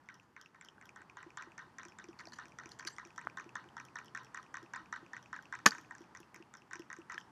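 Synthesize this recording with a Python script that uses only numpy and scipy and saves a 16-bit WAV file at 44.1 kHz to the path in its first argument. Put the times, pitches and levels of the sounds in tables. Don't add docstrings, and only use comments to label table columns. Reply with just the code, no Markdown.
import sys
import numpy as np
from scipy import signal
from scipy.fft import rfft, irfft
from scipy.io import wavfile
from scipy.ndimage import uniform_filter1d

SR = 44100
rng = np.random.default_rng(int(sys.argv[2]) if len(sys.argv) > 2 else 0)


def wav_record(signal):
    frames = np.transpose(np.atleast_2d(signal))
    bounded = np.clip(frames, -1, 1)
    quanta = np.round(bounded * 32767).astype(np.int16)
    wavfile.write(sys.argv[1], SR, quanta)


N = 322362
T = np.arange(N) / SR

TOOTH_CONTACT_S, BRITTLE_CONTACT_S = .0007, .0001
CRUMB_RATE_HZ, CRUMB_SCATTER_DB = 350., 2.5


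def undb(db):
    return 10 ** (np.asarray(db, float) / 20)


def unit(x):
    return x / np.sqrt(np.mean(x ** 2))


def add(out, start_s, x):
    i = int(start_s * SR)
    out[i:i + len(x)] += x[:N - i]


def ring(hz, t60_s, size=2048, contact_s=TOOTH_CONTACT_S):
    t = T[:size]
    swell_s = min(1.3 / hz + contact_s, .003)
    swell = np.sin(np.pi / 2 * np.minimum(t / swell_s, 1)) ** 2
    return swell * np.sin(2 * np.pi * hz * t) * np.exp(-np.log(1000) * t / t60_s)


def strike(modes, chance, scatter_db, detune, size=2048, contact_s=TOOTH_CONTACT_S):
    x = np.zeros(size)
    for (hz, db, t60_s), level, tuning in zip(modes, *chance):
        x += undb(db + scatter_db * level) * ring(hz * (1 + detune * tuning), t60_s, size, contact_s)
    return x / np.abs(x).max()


def grains(rate_hz, scatter_db):
    hit = rng.random(N) < rate_hz / SR
    sign = rng.choice([-1., 1.], N)
    return unit(hit * sign * undb(scatter_db * rng.exponential(size=N)))


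def resonate(envelope, modes, rate_hz, scatter_db):
    shapes = [undb(db) * ring(hz, t60_s) for hz, db, t60_s in modes]
    total = np.sqrt(sum(np.sum(shape ** 2) for shape in shapes))
    out = np.zeros(N)
    for shape in shapes:
        out += signal.oaconvolve(envelope * grains(rate_hz, scatter_db), shape)[:N]
    return out / total


def walk(rate_hz):
    k = int(SR / rate_hz)
    steps = np.repeat(rng.standard_normal(N // k + 1), k)
    return unit(uniform_filter1d(uniform_filter1d(steps, k), k)[:N])


def narrow(hz, width_hz):
    offset = (np.fft.rfftfreq(N, 1 / SR) - hz) / width_hz
    return unit(irfft(rfft(rng.standard_normal(N)) * np.exp(-offset ** 2), N))


# pitch_hz, density_db_per_hz
TOWN_COLOUR = [(18, -34.5), (40, -11), (90, -1), (161, 4), (336, 0.5), (540, -6.5), (702, -5.5), (889, 1),
               (1860, -9.5), (2170, -15), (3400, -20.5), (3900, -25.5), (4500, -21.5), (5900, -25),
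               (8740, -31), (13300, -40), (16000, -57.5)]
# time_s, level_db
TOWN_LEVEL = [(0, -66), (.43, -69), (.85, -64.5), (2, -62.5), (4.2, -62), (4.7, -62.5), (5.8, -61.5),
              (6.6, -65), (7.31, -62.5)]
# time_s, level_db
HUM_LEVEL = [(0, -87), (1.9, -88), (2.6, -72), (3.7, -73.5), (4.2, -74), (4.8, -73), (5.4, -76.5),
             (7.31, -87.5)]
# pitch_hz, width_hz, level_db
HISSES = [(9800, 120, -101), (13100, 90, -100)]
HUM_HZ, HUM_WIDTH_HZ = 126, 6


def town():
    hz = np.maximum(np.fft.rfftfreq(N, 1 / SR), 1)
    colour_hz, colour_db = np.transpose(TOWN_COLOUR)
    noise = rfft(rng.standard_normal(N)) * undb(np.interp(np.log(hz), np.log(colour_hz), colour_db))
    place = 2 * np.log2(hz / 25)
    out = np.zeros(N)
    for k in range(20):
        band = irfft(noise * np.maximum(1 - np.abs(place - k), 0), N)
        out += band * undb(walk(4.))
    out = unit(out) * undb(np.interp(T, *np.transpose(TOWN_LEVEL)))
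    out += undb(np.interp(T, *np.transpose(HUM_LEVEL))) * narrow(HUM_HZ, HUM_WIDTH_HZ)
    for pitch_hz, width_hz, db in HISSES:
        out += undb(db) * narrow(pitch_hz, width_hz)
    return out


# start_s, enamel_db, enamel_hz, tip_over_enamel_db, cheek_over_enamel_db
TICKS = [(0.0374, -72, 6360, -17, -10), (0.0594, -69, 5800, -16, -4), (0.1424, -52, 5740, -13, -13),
         (0.4132, -48.5, 5300, -12, -4.5), (0.6474, -46, 5300, -14, -20), (0.8555, -55, 5450, -4, -1),
         (1.8839, -50.5, 5460, -17, -5), (2.0862, -52, 5030, -23, -6), (2.4299, -66, 5470, -12, -8),
         (2.4824, -56.5, 5780, -11, -6), (2.6912, -51, 5860, -12, -6), (2.7888, -47.5, 6300, -20, -10),
         (2.9644, -51, 6000, -14, -6.5), (3.0724, -57, 5850, -10, -6), (3.1609, -52, 5450, -15, -7),
         (3.2495, -60, 5470, -12, -4), (3.8508, -52, 5800, -5, -8), (4.0457, -57, 5900, -3, -4),
         (4.058, -55, 5700, -12, -11), (4.2333, -61, 5760, -5, -10), (4.2465, -52.5, 5800, -14, -6),
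         (4.4282, -55.5, 5800, -10, -2), (4.6284, -54, 5400, -12, -6), (5.227, -54.5, 5720, -12, -5),
         (5.4246, -55.5, 5780, -8, -6), (5.8117, -56.5, 6020, -4, -4), (6.006, -61, 5540, -9, -6),
         (6.0174, -59.5, 5610, -12, -2), (6.2022, -52.5, 5630, -3, -9), (6.344, -53, 6500, -2, -14),
         (6.5695, -53, 5780, -13.5, -17), (6.7942, -46.5, 5540, -11, -7.5), (6.9865, -59, 5890, -14, -14),
         (7.1845, -51, 5440, -9, -6), (7.2018, -52.5, 5320, -15, -10)]
TICK_JAW_DB, TICK_CHEEK_HZ, TICK_REBOUND_DB = -7, 3276, -8.5
# start_s, enamel_db, enamel_hz, jaw_over_enamel_db, cheek_over_enamel_db,
# rebound_db, crunch_over_jaw_db, crunch_t60_s
BITES = [(0.0879, -51.5, 5800, 6, 12, -8, -8, 0.25), (0.3642, -58.5, 6100, 15, 17, -9, -12.5, 0.35),
         (0.5459, -61.5, 5350, 11.5, 9, -6, -16, 0.39), (0.6112, -48.5, 7440, -2, 4, -7, -13.5, 0.66),
         (0.8125, -56, 6800, 8.5, 8, -3, -15, 0.39), (0.9599, -52, 6600, 10.5, -4, -6, -14.5, 0.34),
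         (1.1697, -51, 6700, 13, 1, -9, -11.5, 0.32), (1.372, -41, 6900, 6.5, -3, -11, -9.5, 0.31),
         (1.5793, -42.5, 6300, 4, -1, -7, -9.5, 0.25), (1.7842, -44, 6000, 7, 1, -5, -9.5, 0.25),
         (1.9863, -44.5, 6580, 3, -3, -7, -10.5, 0.18), (2.1942, -51, 6070, 8, 10, -6, -10, 0.17),
         (2.386, -46.5, 6100, 11, 0, -3, -10.5, 0.22), (2.5864, -43, 5830, 6.5, -5, -5, -13.5, 0.32),
         (2.794, -41.5, 6510, 2, -3, -4, -13.5, 0.28), (2.9832, -45, 6050, 11.5, 3, -4.5, -16, 0.29),
         (3.1786, -43.5, 5920, 9.5, -4, -5, -17, 0.46), (3.3715, -42.5, 6140, 10, -7, -4, -14.5, 0.22),
         (3.554, -39, 6300, 9, -3, -6.5, -15, 0.22), (3.767, -44.5, 6100, 9, -16, -4, -14.5, 0.26),
         (3.9561, -43.5, 6000, 10, -9, -4.5, -14, 0.26), (4.1487, -42, 6100, 11, 3, -9, -14, 0.26),
         (4.345, -44, 6230, 10.5, -12, -12, -13, 0.27), (4.5414, -44.5, 6100, 10.5, 2, -4, -13, 0.26),
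         (4.7357, -41, 6190, 10.5, 1.5, -10, -12, 0.23), (4.9257, -41, 5940, 12.5, -0.5, -6, -16, 0.24),
         (5.1328, -45.5, 5840, 11.5, 2, -11.5, -14, 0.21), (5.3288, -46, 6100, 14, 1, -5, -16, 0.26),
         (5.525, -45.5, 5940, 14, -9, -2, -14.5, 0.23), (5.718, -44, 6010, 10.5, 3, -7, -14.5, 0.29),
         (5.9088, -50, 7120, 14.5, -11, -8, -22.5, 0.48), (6.1494, -45.5, 6340, 5, 0.5, -6, -18.5, 0.28),
         (6.344, -57.5, 6470, 7.5, 14, -5, -9, 0.27), (6.5385, -45.5, 6680, 1, -6, -2.5, -15, 0.26),
         (6.7096, -50, 6220, 12, -4, -17, -9.5, 0.27), (6.9011, -51, 5950, 16, -7, -3.5, -18.5, 0.38),
         (7.0975, -48, 6190, 14, -6, -7, -11.5, 0.33)]
BITE_CHEEK_HZ, BITE_TIP_DB = 2121, -27.5
# start_s, cheek_db, cheek_hz
CLACKS = [(0.198, -51.5, 2650), (0.4596, -46.5, 2660), (0.6862, -43.5, 3080), (0.8916, -44, 2440),
          (1.0978, -45, 2440), (1.3042, -49, 2430), (1.5189, -50, 2510), (1.921, -50, 2470),
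          (2.13, -55, 2520), (2.5204, -50.5, 2400), (3.1048, -51, 2510), (3.2983, -46.5, 2400),
          (3.4919, -47.5, 2590), (3.6883, -53.5, 3070), (3.8851, -51, 2510), (4.0816, -49.5, 3060),
          (4.2677, -55, 2590), (4.4638, -55, 2520), (4.661, -54, 2590), (4.8587, -52, 2470),
          (5.0632, -51, 2510), (5.259, -48.5, 2520), (5.455, -48, 2660), (5.847, -54.5, 2520),
          (6.0397, -57.5, 2450), (6.2305, -52, 2670), (6.4247, -49, 2670), (6.6196, -53, 2680),
          (6.82, -49, 2680), (7.017, -52, 2680), (7.1788, -41.5, 3170), (7.212, -49, 3110)]
CLACK_JAW_DB, CLACK_ENAMEL_HZ, CLACK_ENAMEL_DB = -14.5, 5400, -10
CLACK_TIP_DB, CLACK_REBOUND_DB = -30.5, -15.5
# start_s, enamel_db, enamel_hz, jaw_over_enamel_db, cheek_over_enamel_db
SHEARS = [(1.0176, -56, 6940, 9.5, -1), (1.2281, -50, 6750, 7.5, -1.5), (1.4232, -45, 5970, 3, 0),
          (1.8317, -49, 6060, 5, -3), (1.8512, -47, 5730, 0, -3), (2.0413, -48.5, 5810, -2, 1),
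          (2.2054, -60, 7250, 14.5, 6), (2.2548, -46.5, 5460, -11, -4.5), (2.3974, -63, 5920, 10, -1.5),
          (2.4553, -50, 5460, -1, 0.5), (2.6349, -56, 5890, 8, -1.5), (2.6579, -44.5, 5890, -6, -0.5),
          (2.826, -55.5, 5970, 15, 3), (2.8499, -41.5, 6000, -3, -1), (3.0505, -47, 5810, -11, -1.5),
          (3.2126, -53.5, 7400, 11, 4), (3.3972, -46.5, 5890, 11, 0), (3.4421, -56, 5300, -1, 1),
          (3.6406, -60, 5480, 8, 1), (3.7993, -46.5, 5890, 8.5, 2.5), (3.9868, -45.5, 5900, 10, 2),
          (4.1739, -42.5, 6230, 5, 0), (4.373, -47.5, 5900, 11.5, 1), (4.5695, -44, 6070, 7, -3),
          (4.7601, -46, 7000, 11.5, -1), (4.9616, -51.5, 6260, 16, -7), (5.1652, -49, 6330, 12, 1.5),
          (5.3627, -47.5, 6330, 10, -4), (5.5513, -45, 6330, 5.5, 0), (5.5892, -49.5, 5820, 4, -3.5),
          (5.7488, -46.5, 6390, 9, -6), (5.7823, -43.5, 5980, 0.5, -5), (5.9504, -48, 6280, 2.5, -16),
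          (5.9818, -50.5, 5810, -5, -10), (6.1719, -46, 5840, -10, -12), (6.3609, -44.5, 5840, -4, -6),
          (6.7321, -38, 6220, 4, -10), (6.7555, -44.5, 5850, 3, -1.5), (6.9282, -42.5, 6530, 5.5, -9),
          (6.9651, -50, 5850, 1, -8), (7.1207, -42.5, 6320, 5, -5), (7.1432, -44, 5300, 2, -3)]
SHEAR_CHEEK_HZ, SHEAR_TIP_DB, SHEAR_REBOUND_DB = 2400, -23.5, -12
# start_s, cheek_db, cheek_hz, jaw_over_cheek_db, rebound_db
SNAPS = [(2.1898, -44.5, 4500, -1, -4), (2.271, -44, 4470, -7, -13), (2.285, -51, 4770, -12, -7),
         (2.3211, -47, 4360, 1.5, 0), (2.7177, -41, 4360, -17, -21), (2.796, -44, 4560, 1, -17),
         (2.8725, -31.5, 4400, -6.5, -6), (5.7077, -32.5, 4680, -14, -18)]
SNAP_ENAMEL_HZ, SNAP_ENAMEL_DB, SNAP_TIP_DB = 4700, -4.5, -20.5


def contacts():
    rows = []
    for s, db, hz, tip, cheek in TICKS:
        rows.append((s, db + TICK_JAW_DB, db + cheek, TICK_CHEEK_HZ, db, hz, db + tip, TICK_REBOUND_DB))
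    for s, db, hz, jaw, cheek, rebound, _, _ in BITES:
        rows.append((s, db + jaw, db + cheek, BITE_CHEEK_HZ, db, hz, db + BITE_TIP_DB, rebound))
    for s, db, hz in CLACKS:
        rows.append((s, db + CLACK_JAW_DB, db, hz, db + CLACK_ENAMEL_DB, CLACK_ENAMEL_HZ,
                     db + CLACK_TIP_DB, CLACK_REBOUND_DB))
    for s, db, hz, jaw, cheek in SHEARS:
        rows.append((s, db + jaw, db + cheek, SHEAR_CHEEK_HZ, db, hz,
                     db + SHEAR_TIP_DB, SHEAR_REBOUND_DB))
    for s, db, hz, jaw, rebound in SNAPS:
        rows.append((s, db + jaw, db, hz, db + SNAP_ENAMEL_DB, SNAP_ENAMEL_HZ,
                     db + SNAP_TIP_DB, rebound))
    return rows


# pitch_hz, level_db, t60_s
JAW = [(1017.6, 0, 0.05), (1295, 5.5, 0.022), (1545, 10, 0.019), (1851, 8, 0.024)]
# pitch_hz, level_db, t60_s
ENAMEL = [(5030, -1.5, 0.005), (5800, 5, 0.0044), (6440, 1.5, 0.0041), (6950, -1, .007), (7454, 0.5, .007),
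          (8010, -1.5, .005)]
# pitch_hz, level_db, t60_s
TIP = [(10000, 7, .008), (11900, 5.5, .006), (13100, 7, 0.0064), (13800, 5.5, 0.0038)]
CHEEK_T60_S = .009
FOCUS_DB_PER_OCTAVE, REBOUND_FOCUS_DB_PER_OCTAVE = 29.5, 70
PLACE_DB, PLACE_T60_S = -5.5, 0.01
REBOUND_S, REBOUND_HZ, REBOUND_TREBLE_DB, REBOUND_TIP_DB = .012, 5900, -4.5, -7
CRACKLE_DB, CRACKLE_T60_S = -26.5, 0.15


def tooth(place_hz, focus_db_per_octave, chance):
    enamel = [(hz, db - focus_db_per_octave * abs(np.log2(hz / place_hz)), t60_s)
              for hz, db, t60_s in ENAMEL]
    return strike(enamel, chance, 2.5, .03) + undb(PLACE_DB) * ring(place_hz, PLACE_T60_S)


def clicks():
    out, shed = np.zeros((2, N))
    rows = contacts()
    chance = rng.standard_normal((len(rows), 2, 3, 2, len(ENAMEL)))
    for row, (first, second) in zip(rows, chance):
        s, jaw_db, cheek_db, cheek_hz, enamel_db, enamel_hz, tip_db, rebound_db = row
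        cheek = ring(cheek_hz, CHEEK_T60_S)
        cheek = undb(cheek_db) * cheek / cheek.max()
        # start_s, force_db, place_hz, focus_db_per_octave, treble_db, tip_db, chance
        blows = [(s, 0, enamel_hz, FOCUS_DB_PER_OCTAVE, 0, 0, first),
                 (s + REBOUND_S, rebound_db, REBOUND_HZ, REBOUND_FOCUS_DB_PER_OCTAVE,
                  REBOUND_TREBLE_DB, REBOUND_TIP_DB, second)]
        for at, force_db, place_hz, focus, treble_db, tip_cut_db, c in blows:
            bright = undb(enamel_db + treble_db) * tooth(place_hz, focus, c[1])
            bright += undb(tip_db + tip_cut_db) * strike(TIP, c[2], 4., .03)
            add(out, at + .0005, undb(force_db + jaw_db) * strike(JAW, c[0], 2.5, .05))
            add(out, at, undb(force_db) * (cheek + bright))
        add(shed, s, undb(enamel_db + CRACKLE_DB - 60 * T[:SR // 8] / CRACKLE_T60_S))
    return out + resonate(shed, ENAMEL[:3], CRUMB_RATE_HZ, CRUMB_SCATTER_DB)


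# pitch_hz, level_db, t60_s
RUSTLE = [(5350, 1, .015), (5750, -1, .012), (3150, 0, .012)]
RUSTLE_DB, RUSTLE_T60_S = -19, .2


def rustle():
    force = np.zeros(N)
    for s, enamel_db, *_ in TICKS:
        add(force, s, undb(enamel_db + RUSTLE_DB - 60 * T[:SR // 8] / RUSTLE_T60_S))
    return resonate(force, RUSTLE, CRUMB_RATE_HZ, CRUMB_SCATTER_DB)


PALATE_HZ, PALATE_T60_S, PALATE_DB = 3460, 0.0099, -6.5


def palate():
    out = np.zeros(N)
    for s, enamel_db, *_ in BITES:
        for at in (s, s + REBOUND_S):
            level, tuning = rng.standard_normal(2)
            tone = ring(PALATE_HZ * (1 + 0.055 * tuning), PALATE_T60_S)
            add(out, at, undb(enamel_db + PALATE_DB + 3.1 * level) * tone)
    return out


# pitch_hz, level_db, t60_s
CHEEK = [(2930, 5, 0.008), (3750, 8.5, 0.0061), (4320, -3.5, 0.014)]
PRESS_S, SINK_S, CRUNCH_TREBLE_DB = .045, .03, -22


def strokes(delay_s, hold_s, gain_db=0):
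    t = T[:SR // 4]
    force = np.zeros(N)
    for s, enamel_db, _, jaw_db, _, _, crunch_db, t60_s in BITES:
        fade_db = 60 * np.maximum(t - hold_s, 0) / t60_s
        level = undb(enamel_db + jaw_db + crunch_db + gain_db - fade_db)
        add(force, s + delay_s, np.minimum(t / 0.0027, 1) * level)
    return force


def grinding():
    treble = strokes(0, PRESS_S, CRUNCH_TREBLE_DB)
    out = resonate(treble, CHEEK + ENAMEL[:2], CRUMB_RATE_HZ, CRUMB_SCATTER_DB)
    for k, mode in enumerate(JAW[::-1]):
        low = k / (len(JAW) - 1)
        force = strokes(SINK_S * low ** 2, PRESS_S * (0.16 + 0.092 * low))
        out += undb(mode[1] - 15.0) * resonate(force, [mode], CRUMB_RATE_HZ, CRUMB_SCATTER_DB)
    return out


# pitch_hz, level_db, t60_s
BOWL = [(204, -7, 0.053), (265, -15.5, 0.078), (448, -19, 0.076), (656, -19, 0.047), (862, -12.5, 0.058),
        (1214, 8, 0.017), (1510, 2, 0.033), (1754, 9, 0.017), (2092, -4.5, 0.02), (2530, -0.5, 0.018),
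        (3020, -5, 0.0082), (3870, -23.5, 0.0027), (4180, -6, 0.0063), (4610, -15, 0.021),
        (4930, -6.5, .01), (5900, -15.5, .007), (6020, -3.5, .008), (6920, -8, 0.009), (8000, -19.5, 0.006),
        (9580, -17, 0.0086), (11400, -14.5, 0.0039), (12330, -25.5, 0.0036), (14040, -24.5, 0.0028),
        (15400, -27.5, 0.0036)]
BOWL_TREBLE_HZ = 2800
BOWL_LOW = [mode for mode in BOWL if mode[0] <= BOWL_TREBLE_HZ]
BOWL_HIGH = [mode for mode in BOWL if mode[0] > BOWL_TREBLE_HZ]
# start_s, rise_s, t60_s, level_db
RATTLES = [(.21, 0.02, 0.12, -78), (2.18, 0.031, 0.035, -66), (2.325, 0.013, 0.035, -55),
           (2.352, 0.0073, 0.13, -64.5), (2.707, 0.0067, 0.14, -61.5), (2.864, 0.012, 0.03, -38.5),
           (2.89, 0.0087, 0.18, -59.5), (5.664, 0.0031, 0.068, -35.5), (5.692, .01, 0.16, -74)]
RATTLE_RATE_HZ = 1500.


def rattle():
    shake, t = np.zeros(N), T[:SR // 4]
    for s, rise_s, t60_s, db in RATTLES:
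        fade_db = 60 * np.maximum(t - rise_s, 0) / t60_s
        add(shake, s, np.minimum(t / rise_s, 1) * undb(db - fade_db))
    low = undb(1.5) * resonate(shake, BOWL_LOW[-3:-1], RATTLE_RATE_HZ, 3.)
    return low + resonate(shake, BOWL_HIGH, RATTLE_RATE_HZ, 0.9)


# start_s, level_db, pitch_hz, hold_s
POPS = [(1.001, -59, 307, 0.014), (1.263, -45.5, 337, 0.014), (1.471, -50.5, 340, 0.018),
        (1.67, -58, 344, 0.017), (1.856, -48.5, 344, 0.03), (2.042, -50, 347, 0.014),
        (2.087, -41, 337, 0.0057), (2.258, -54, 332, 0.024), (2.454, -54, 334, 0.016),
        (2.658, -46.5, 332, 0.0045), (2.853, -47, 333, 0.0079), (3.056, -50, 342, 0.046),
        (3.251, -51, 323, 0.026), (3.461, -47.5, 340, 0.026), (3.656, -54, 343, 0.019),
        (4.629, -47, 340, 0.013), (4.805, -54.5, 317, 0.018), (5.026, -49.5, 340, 0.027),
        (5.784, -53, 324, 0.028), (6.006, -46, 338, 0.02), (6.201, -49, 341, 0.014),
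        (6.359, -52, 338, 0.014), (6.401, -46, 337, 0.011), (6.754, -50, 346, 0.021),
        (6.795, -40, 338, 0.0098), (6.986, -43.5, 336, 0.017), (7.145, -53.5, 350, 0.039)]
POP_T60_S, POP_FADE_S = 0.11, 0.025


def pops():
    out, t = np.zeros(N), T[:2048]
    for s, db, hz, hold_s in POPS:
        closing = np.exp(-np.maximum(t - hold_s, 0) / POP_FADE_S)
        add(out, s, undb(db) * ring(hz, POP_T60_S) * closing)
    return out


# start_s, level_db, pitch_hz, t60_s
KNOCKS = [(3.271, -7.5, 1290, 0.0036), (7.179, -27, 1720, 0.017), (2.273, -39, 680, 0.019)]


def knocks():
    out, t = np.zeros(N), T[:2048]
    for s, db, hz, t60_s in KNOCKS:
        swell = np.minimum(t * hz, 1) ** 2
        add(out, s, -undb(db) * np.sin(2 * np.pi * hz * t) * swell * undb(-60 * t / t60_s))
    return out


# start_s, length_s, pitch_hz, level_db
SQUEAKS = [(2.916, 0.031, 7560, -69), (2.923, .07, 8500, -76)]


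def squeaks():
    out = np.zeros(N)
    for s, length_s, hz, db in SQUEAKS:
        shape = np.hanning(int(length_s * SR)) ** .3
        add(out, s, undb(db) * shape * narrow(hz, 120)[:len(shape)])
    return out


# start_s, level_db, treble_over_level_db
CRACK = [(5.6581, -17, -16), (5.6599, -25, 1), (5.6618, -6, -3), (5.667, -20.5, 0), (5.6704, -21.5, -3),
         (5.676, -34, 10.5), (5.682, -35, 5), (5.6865, -38.5, 8.5), (5.69, -42, 5)]


def crack():
    out = np.zeros(N)
    chance = rng.standard_normal((len(CRACK), 2, len(BOWL)))
    for (s, db, treble_db), c in zip(CRACK, chance):
        low = strike(BOWL_LOW, c, 1., .01, size=8192, contact_s=BRITTLE_CONTACT_S)
        high = strike(BOWL_HIGH, c[:, len(BOWL_LOW):], 2.5, 0.04, contact_s=BRITTLE_CONTACT_S)
        add(out, s, undb(db) * low)
        add(out, s, undb(db + treble_db + 1.5) * high)
    return out


TAIL_DB, TAIL_T60_S = -28.5, 0.46


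def space(near):
    t = T[:SR // 4]
    tail = unit(rng.standard_normal(len(t)) * undb(-60 * t / TAIL_T60_S))
    response = tail * undb(TAIL_DB) / np.sqrt(len(t))
    response[0] = 1
    return signal.fftconvolve(near, response)[:N]


def scene():
    far = town()
    near = clicks() + rustle() + palate() + grinding() + rattle()
    near += pops() + knocks() + squeaks() + crack()
    return (space(near) + far)[None]


def record(dry):
    x = signal.sosfilt(signal.butter(3, 48, "high", fs=SR, output="sos"), dry)
    x = signal.sosfilt(signal.butter(4, 13800, fs=SR, output="sos"), x)
    return signal.sosfilt(signal.ellip(8, .2, 70, 16400, fs=SR, output="sos"), x)


dry = scene()
out = record(dry)
wav_record(out)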